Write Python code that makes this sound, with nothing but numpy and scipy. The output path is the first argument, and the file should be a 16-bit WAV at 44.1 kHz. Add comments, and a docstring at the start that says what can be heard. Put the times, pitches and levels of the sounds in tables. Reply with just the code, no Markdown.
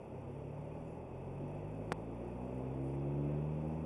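"""Inside a car speeding up along a wet street at night, heard by a small camera on the windscreen.
Multiples of a rising firing rate climb through the cabin booms, over coloured-noise road roar and treble hiss.
Two faint wavering lines squeak near 0.9 s; a switch snaps at 1.92 s as shaped pushes with a buzz.
Near 2.9 s quick chirps make a trill, and two decaying sines tick in the trim."""
import sys
import numpy as np
from scipy import signal
from scipy.fft import rfft, irfft
from scipy.io import wavfile
from scipy.ndimage import uniform_filter1d

SR = 44100
rng = np.random.default_rng(int(sys.argv[2]) if len(sys.argv) > 2 else 0)


def waveform_to_disk(signal):
    """Save audio, clipped to [-1, 1], as 16-bit WAV at the path in sys.argv[1]."""
    frames = np.transpose(np.atleast_2d(signal))
    scaled = np.clip(frames, -1, 1) * 32767
    samples = np.round(scaled).astype(np.int16)
    wavfile.write(sys.argv[1], SR, samples)


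def amplitude_ratio(level_db):
    """Convert a level in decibels to the matching linear amplitude (field) ratio."""
    exponent = np.asarray(level_db, float) / 20
    return 10 ** exponent


N = 169785


def curve(table, x, log=False):
    """Reads a two-column table along straight lines, on a linear or log axis."""
    points, values = np.array(table, float).T
    if log:
        return np.interp(np.log(x), np.log(points), values)
    return np.interp(x, points, values)


def walk(rate_hz):
    """Random levels held 1 / rate_hz seconds and slewed twice; spread near 1."""
    hold = int(SR / rate_hz)
    steps = np.repeat(rng.standard_normal(N // hold + 1), hold)
    return 1.45 * uniform_filter1d(uniform_filter1d(steps, hold), hold)[:N]


def bands(colour, centres_hz, shared_db, own_db, rate_hz):
    """Coloured noise of rms 1; overlapping bands flicker both together and on their own."""
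    hz = np.arange(N // 2 + 1) * SR / N + 1e-9
    inside = (hz > colour[0][0]) * (hz < colour[-1][0])
    spectrum = rfft(rng.standard_normal(N)) * amplitude_ratio(curve(colour, hz, log=True)) * inside
    noise = np.zeros(N)
    for hat in np.eye(len(centres_hz)):
        band = irfft(spectrum * np.interp(hz, centres_hz, hat), N)
        noise += band * amplitude_ratio(shared_db + own_db * walk(rate_hz))
    return noise / np.sqrt(np.mean(noise ** 2))


def hump(hz, width_hz, flicker_db, rate_hz):
    """A narrow flickering band of noise, rms 1."""
    colour = [(hz - 2 * width_hz, -24), (hz, 0), (hz + 2 * width_hz, -24)]
    return bands(colour, [hz], 0, flicker_db, rate_hz)


def gate(t, span_s, edge_s):
    """Rises at the start of a span and falls at its end."""
    return np.clip(np.minimum(t - span_s[0], span_s[1] - t) / edge_s + .5, 0, 1)


def engine(t):
    """Multiples of the firing rate, each weighted by the cabin at its present pitch."""
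    # Each row: time in seconds, firing rate in Hz.
    firing_rate = [(0.0, 31.74), (0.27, 33.64), (0.39, 34.52), (0.47, 34.78), (0.88, 40.35), (1.15, 43.81),
                   (1.78, 52.64), (1.93, 54.3), (2.12, 56.93), (2.42, 61.83), (3.37, 73.84), (3.58, 76.65),
                   (3.7, 78.4), (3.85, 79.7)]
    # Each row: multiple of the firing rate, relative level in dB.
    orders = [(1, -4.5), (2, 0.0), (3, 1.85), (4, 3), (5, 0), (6, -3), (7, 0.5)]
    # Cabin response to an engine tone. Each row: frequency in Hz, level in dB before order and load.
    cabin = [(30, -71), (42, -48), (52, -44.5), (72, -46.5), (85, -45), (105, -43.5), (122, -48),
             (132, -43.5), (144, -37.5), (155, -44), (164, -45.5), (173, -53.5), (188, -52), (202, -62.5),
             (212, -53.5), (224, -52), (235, -50), (257, -50), (272, -53), (290, -47.5), (300, -60.5),
             (311, -56), (322, -61.5), (332, -49), (350, -48), (385, -53.5), (400, -69.5), (440, -71.5),
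             (480, -71.5), (500, -58), (520, -65.5), (560, -63)]
    # Each row: time in seconds, gain from engine load in dB.
    load = [(0, -26), (0.1, -16), (0.3, -13), (0.6, -11.5), (1, -11), (1.5, -8.5), (2, -7.5), (2.5, -2),
            (3, 0), (3.4, 1.1), (3.85, 1.5)]
    speed_jitter, wobble_db, drift_turns = .001, .6, .025
    shift_turns, shift_at_hz, shift_fade_hz = 1.4, 35, 13.5

    hz = curve(firing_rate, t) * (1 + speed_jitter * walk(8.75))
    phase = 2 * np.pi * np.cumsum(hz) / SR
    tones = np.zeros(N)
    for multiple, order_db in orders:
        tone_hz = multiple * hz
        level_db = order_db + curve(cabin, tone_hz, log=True) + wobble_db * walk(6.87)
        # the lowest tones arrive late; every tone drifts a little
        shift = shift_turns * np.exp((shift_at_hz - tone_hz) / shift_fade_hz)
        drift = multiple * drift_turns * walk(3.973)
        tones += amplitude_ratio(level_db) * np.cos(multiple * phase + 2 * np.pi * (shift + drift))
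    return np.sqrt(2) * tones * amplitude_ratio(curve(load, t)), phase  # sqrt(2): rms to peak


def road(t, phase):
    """Tyre and body roar with a narrow resonance, throbbing slightly with the firings."""
    # Each row: frequency in Hz, relative density in dB per Hz.
    colour = [(12, -58), (20, -15.5), (65, -13.5), (135, -7.5), (197, -8.5), (246, -3.5), (300, -7),
              (375, -3.5), (478, -6), (559, -4.5), (713, -13.5), (871, -10.5), (1060, -21.5), (1220, -24),
              (1390, -30.5), (1480, -29), (1620, -34.5), (2260, -31), (2590, -28), (3020, -40.5),
              (3450, -40), (4030, -61.5), (5240, -99), (8870, -120)]
    # Each row: time in seconds, level of the 400-1200 Hz part in dB.
    level = [(0.0, -53.5), (0.41, -52), (0.62, -52.5), (1.59, -51.5), (2.04, -50.5), (2.79, -50.5),
             (3.14, -49), (3.42, -50.5), (3.85, -50)]
    flicker_db, cycle_depth = 0.67, 0.058
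    resonance_hz, resonance_width_hz, resonance_db = 2568, 86, -32  # dB against the roar
    whole_over_part_db = 3.5

    roar = bands(colour, np.geomspace(60, 3800, 10), .3 * walk(5), flicker_db, 14)
    roar = roar + amplitude_ratio(resonance_db) * hump(resonance_hz, resonance_width_hz, 2.0, 8)
    throb = 1 + cycle_depth * np.cos(phase)
    return roar * throb * amplitude_ratio(whole_over_part_db + curve(level, t))


def hiss(t):
    """Treble hiss with a narrow band in it; camera electronics pulse its upper part evenly in time."""
    # Each row: frequency in Hz, relative density in dB per Hz.
    colour = [(2370, -45), (4030, -11), (4380, -4), (4690, -1.5), (5120, -4.5), (5790, -0.5), (6290, -6.5),
              (6670, -7.5), (7880, -4.5), (8650, -9.5), (8820, -11), (9180, -2.5), (9490, 3), (9730, -5),
              (10200, -11.5), (10500, -4), (11100, -8), (11300, -11), (12000, -9.5), (13000, -25),
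              (16900, -53), (22000, -120)]
    # Hiss level over time. Each row: time in seconds, level in dB.
    level = [(0, -84), (.8, -83), (.85, -81.5), (.96, -82), (1, -84.5), (1.75, -82), (1.925, -81.5),
             (1.93, -98), (1.95, -88), (1.97, -82), (2.1, -83), (2.4, -81), (2.8, -82), (2.84, -80),
             (2.96, -81), (3, -83.5), (3.85, -82)]
    flicker_db = 0.55
    narrow_hz, narrow_width_hz, narrow_db = 10700, 90, -14  # dB against the hiss
    pulse_hz, pulse_at_s, pulse_width_s = 30, .0158, .004
    pulse_db, pulse_scatter_db = 7, 1.5

    air = bands(colour, np.linspace(4500, 12500, 7), .5 * walk(25), flicker_db, 35)
    air = air + amplitude_ratio(narrow_db) * hump(narrow_hz, narrow_width_hz, 2, 30)
    turns_off_pulse = ((t - pulse_at_s) * pulse_hz + .5) % 1 - .5
    shape = np.exp(-(turns_off_pulse / pulse_hz / pulse_width_s) ** 2)
    boost_db = shape * (pulse_db + pulse_scatter_db * walk(pulse_hz))
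    high_pass = signal.butter(2, 8600, "high", fs=SR, output="sos")
    upper = signal.sosfiltfilt(high_pass, air)
    return amplitude_ratio(curve(level, t)) * (air + upper * (amplitude_ratio(boost_db) - 1))


def squeak(t):
    """Thin wavering lines that drop onto their pitch."""
    # Each row: frequency in Hz, level in dB.
    lines = [(6830, -87), (10220, -87)]
    span_s, drop, settle_s = (.862, .938), .07, .004

    fall = drop * np.exp(-np.maximum(t - span_s[0], 0) / settle_s)
    bend = 1 + fall + .004 * walk(300)
    angle_per_hz = 2 * np.pi * np.cumsum(bend) / SR
    tones = sum(amplitude_ratio(db + 3.6 * walk(80)) * np.sin(hz * angle_per_hz) for hz, db in lines)
    return gate(t, span_s, .004) * tones


def switch(t):
    """A snap and two rebounds push the air, each with a buzz; the housing swings back after each."""
    # Each row: start in seconds, push, rise in seconds, hold in seconds, fall in seconds, buzz in dB.
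    pushes = [(1.91997, -.15, .00016, .00003, .00032, -47), (1.92315, .052, .00007, .00032, .00037, -38),
              (1.9267, .032, .00006, .00012, .0003, -43)]
    # Each row: frequency in Hz, level in dB relative to the push's buzz.
    buzz_lines = [(4700, -3), (8500, 0), (10600, -8)]
    buzz_width_s, housing_hz, housing_width_hz = .00018, 140, 150

    force = np.zeros(N)
    for start, size, rise, hold, fall, buzz_db in pushes:
        since = t - start
        shape = np.interp(since, np.cumsum([0, rise, hold, fall]), [0, 1, 1, 0])
        burst = np.exp(-((since - rise - hold / 2) / buzz_width_s) ** 2)
        buzz = sum(amplitude_ratio(db) * np.sin(2 * np.pi * hz * since) for hz, db in buzz_lines)
        force += size * shape + amplitude_ratio(buzz_db) * burst * buzz
    # second-order high-pass
    w = 2 * np.pi * housing_hz
    b, a = signal.bilinear([1, 0, 0], [1, 2 * np.pi * housing_width_hz, w * w], SR)
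    return signal.lfilter(b, a, force)


def trill(t):
    """Quick upward chirps in separate bands, varying in strength."""
    # Each row: centre frequency in Hz, sweep in Hz, level in dB.
    chirp_bands = [(9380, 600, -78), (7800, 400, -85)]
    span_s, chirps_hz = (2.829, 2.963), 107

    turn = (t - span_s[0]) * chirps_hz % 1
    chirps = np.zeros(N)
    for centre_hz, sweep_hz, db in chirp_bands:
        hz = centre_hz + sweep_hz * (turn - .5) + 60 * walk(150)
        chirps += amplitude_ratio(db + 1.3 * walk(90)) * np.sin(2 * np.pi * np.cumsum(hz) / SR)
    return gate(t, span_s, .004) * np.sin(np.pi * turn) * chirps


def ticks(t):
    """Tiny rings of hard trim: sines that start at once and die away exponentially."""
    # Each row: start in seconds, level in dB.
    rings = [(2.896, -70), (2.9985, -66.5)]
    ring_hz, t60_s = 4950, .01

    out = np.zeros(N)
    for start, db in rings:
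        since = t - start
        decay = (since > 0) * np.exp(-np.log(1000) * np.abs(since) / t60_s)
        out += amplitude_ratio(db) * decay * np.sin(2 * np.pi * ring_hz * since)
    return out


def scene():
    """All sources at the microphone."""
    t = np.arange(N) / SR
    tones, phase = engine(t)
    mix = tones + road(t, phase) + hiss(t) + squeak(t) + switch(t) + trill(t) + ticks(t)
    return mix[None]


def top_cut(x):
    """Nothing passes above the cut-off."""
    return signal.sosfilt(signal.butter(12, 13140, fs=SR, output="sos"), x)


def record(dry):
    """The camera has a gap near 4 kHz and cuts the top."""
    notch_hz, notch_width_hz, top_hz = 4020, 420, 12000
    b, a = signal.iirnotch(notch_hz, notch_hz / notch_width_hz, SR)
    gapped = signal.lfilter(b, a, dry)
    low_pass = signal.butter(8, top_hz, fs=SR, output="sos")
    mix = signal.sosfilt(low_pass, gapped)
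    return top_cut(mix)


dry = scene()
out = record(dry)
waveform_to_disk(out)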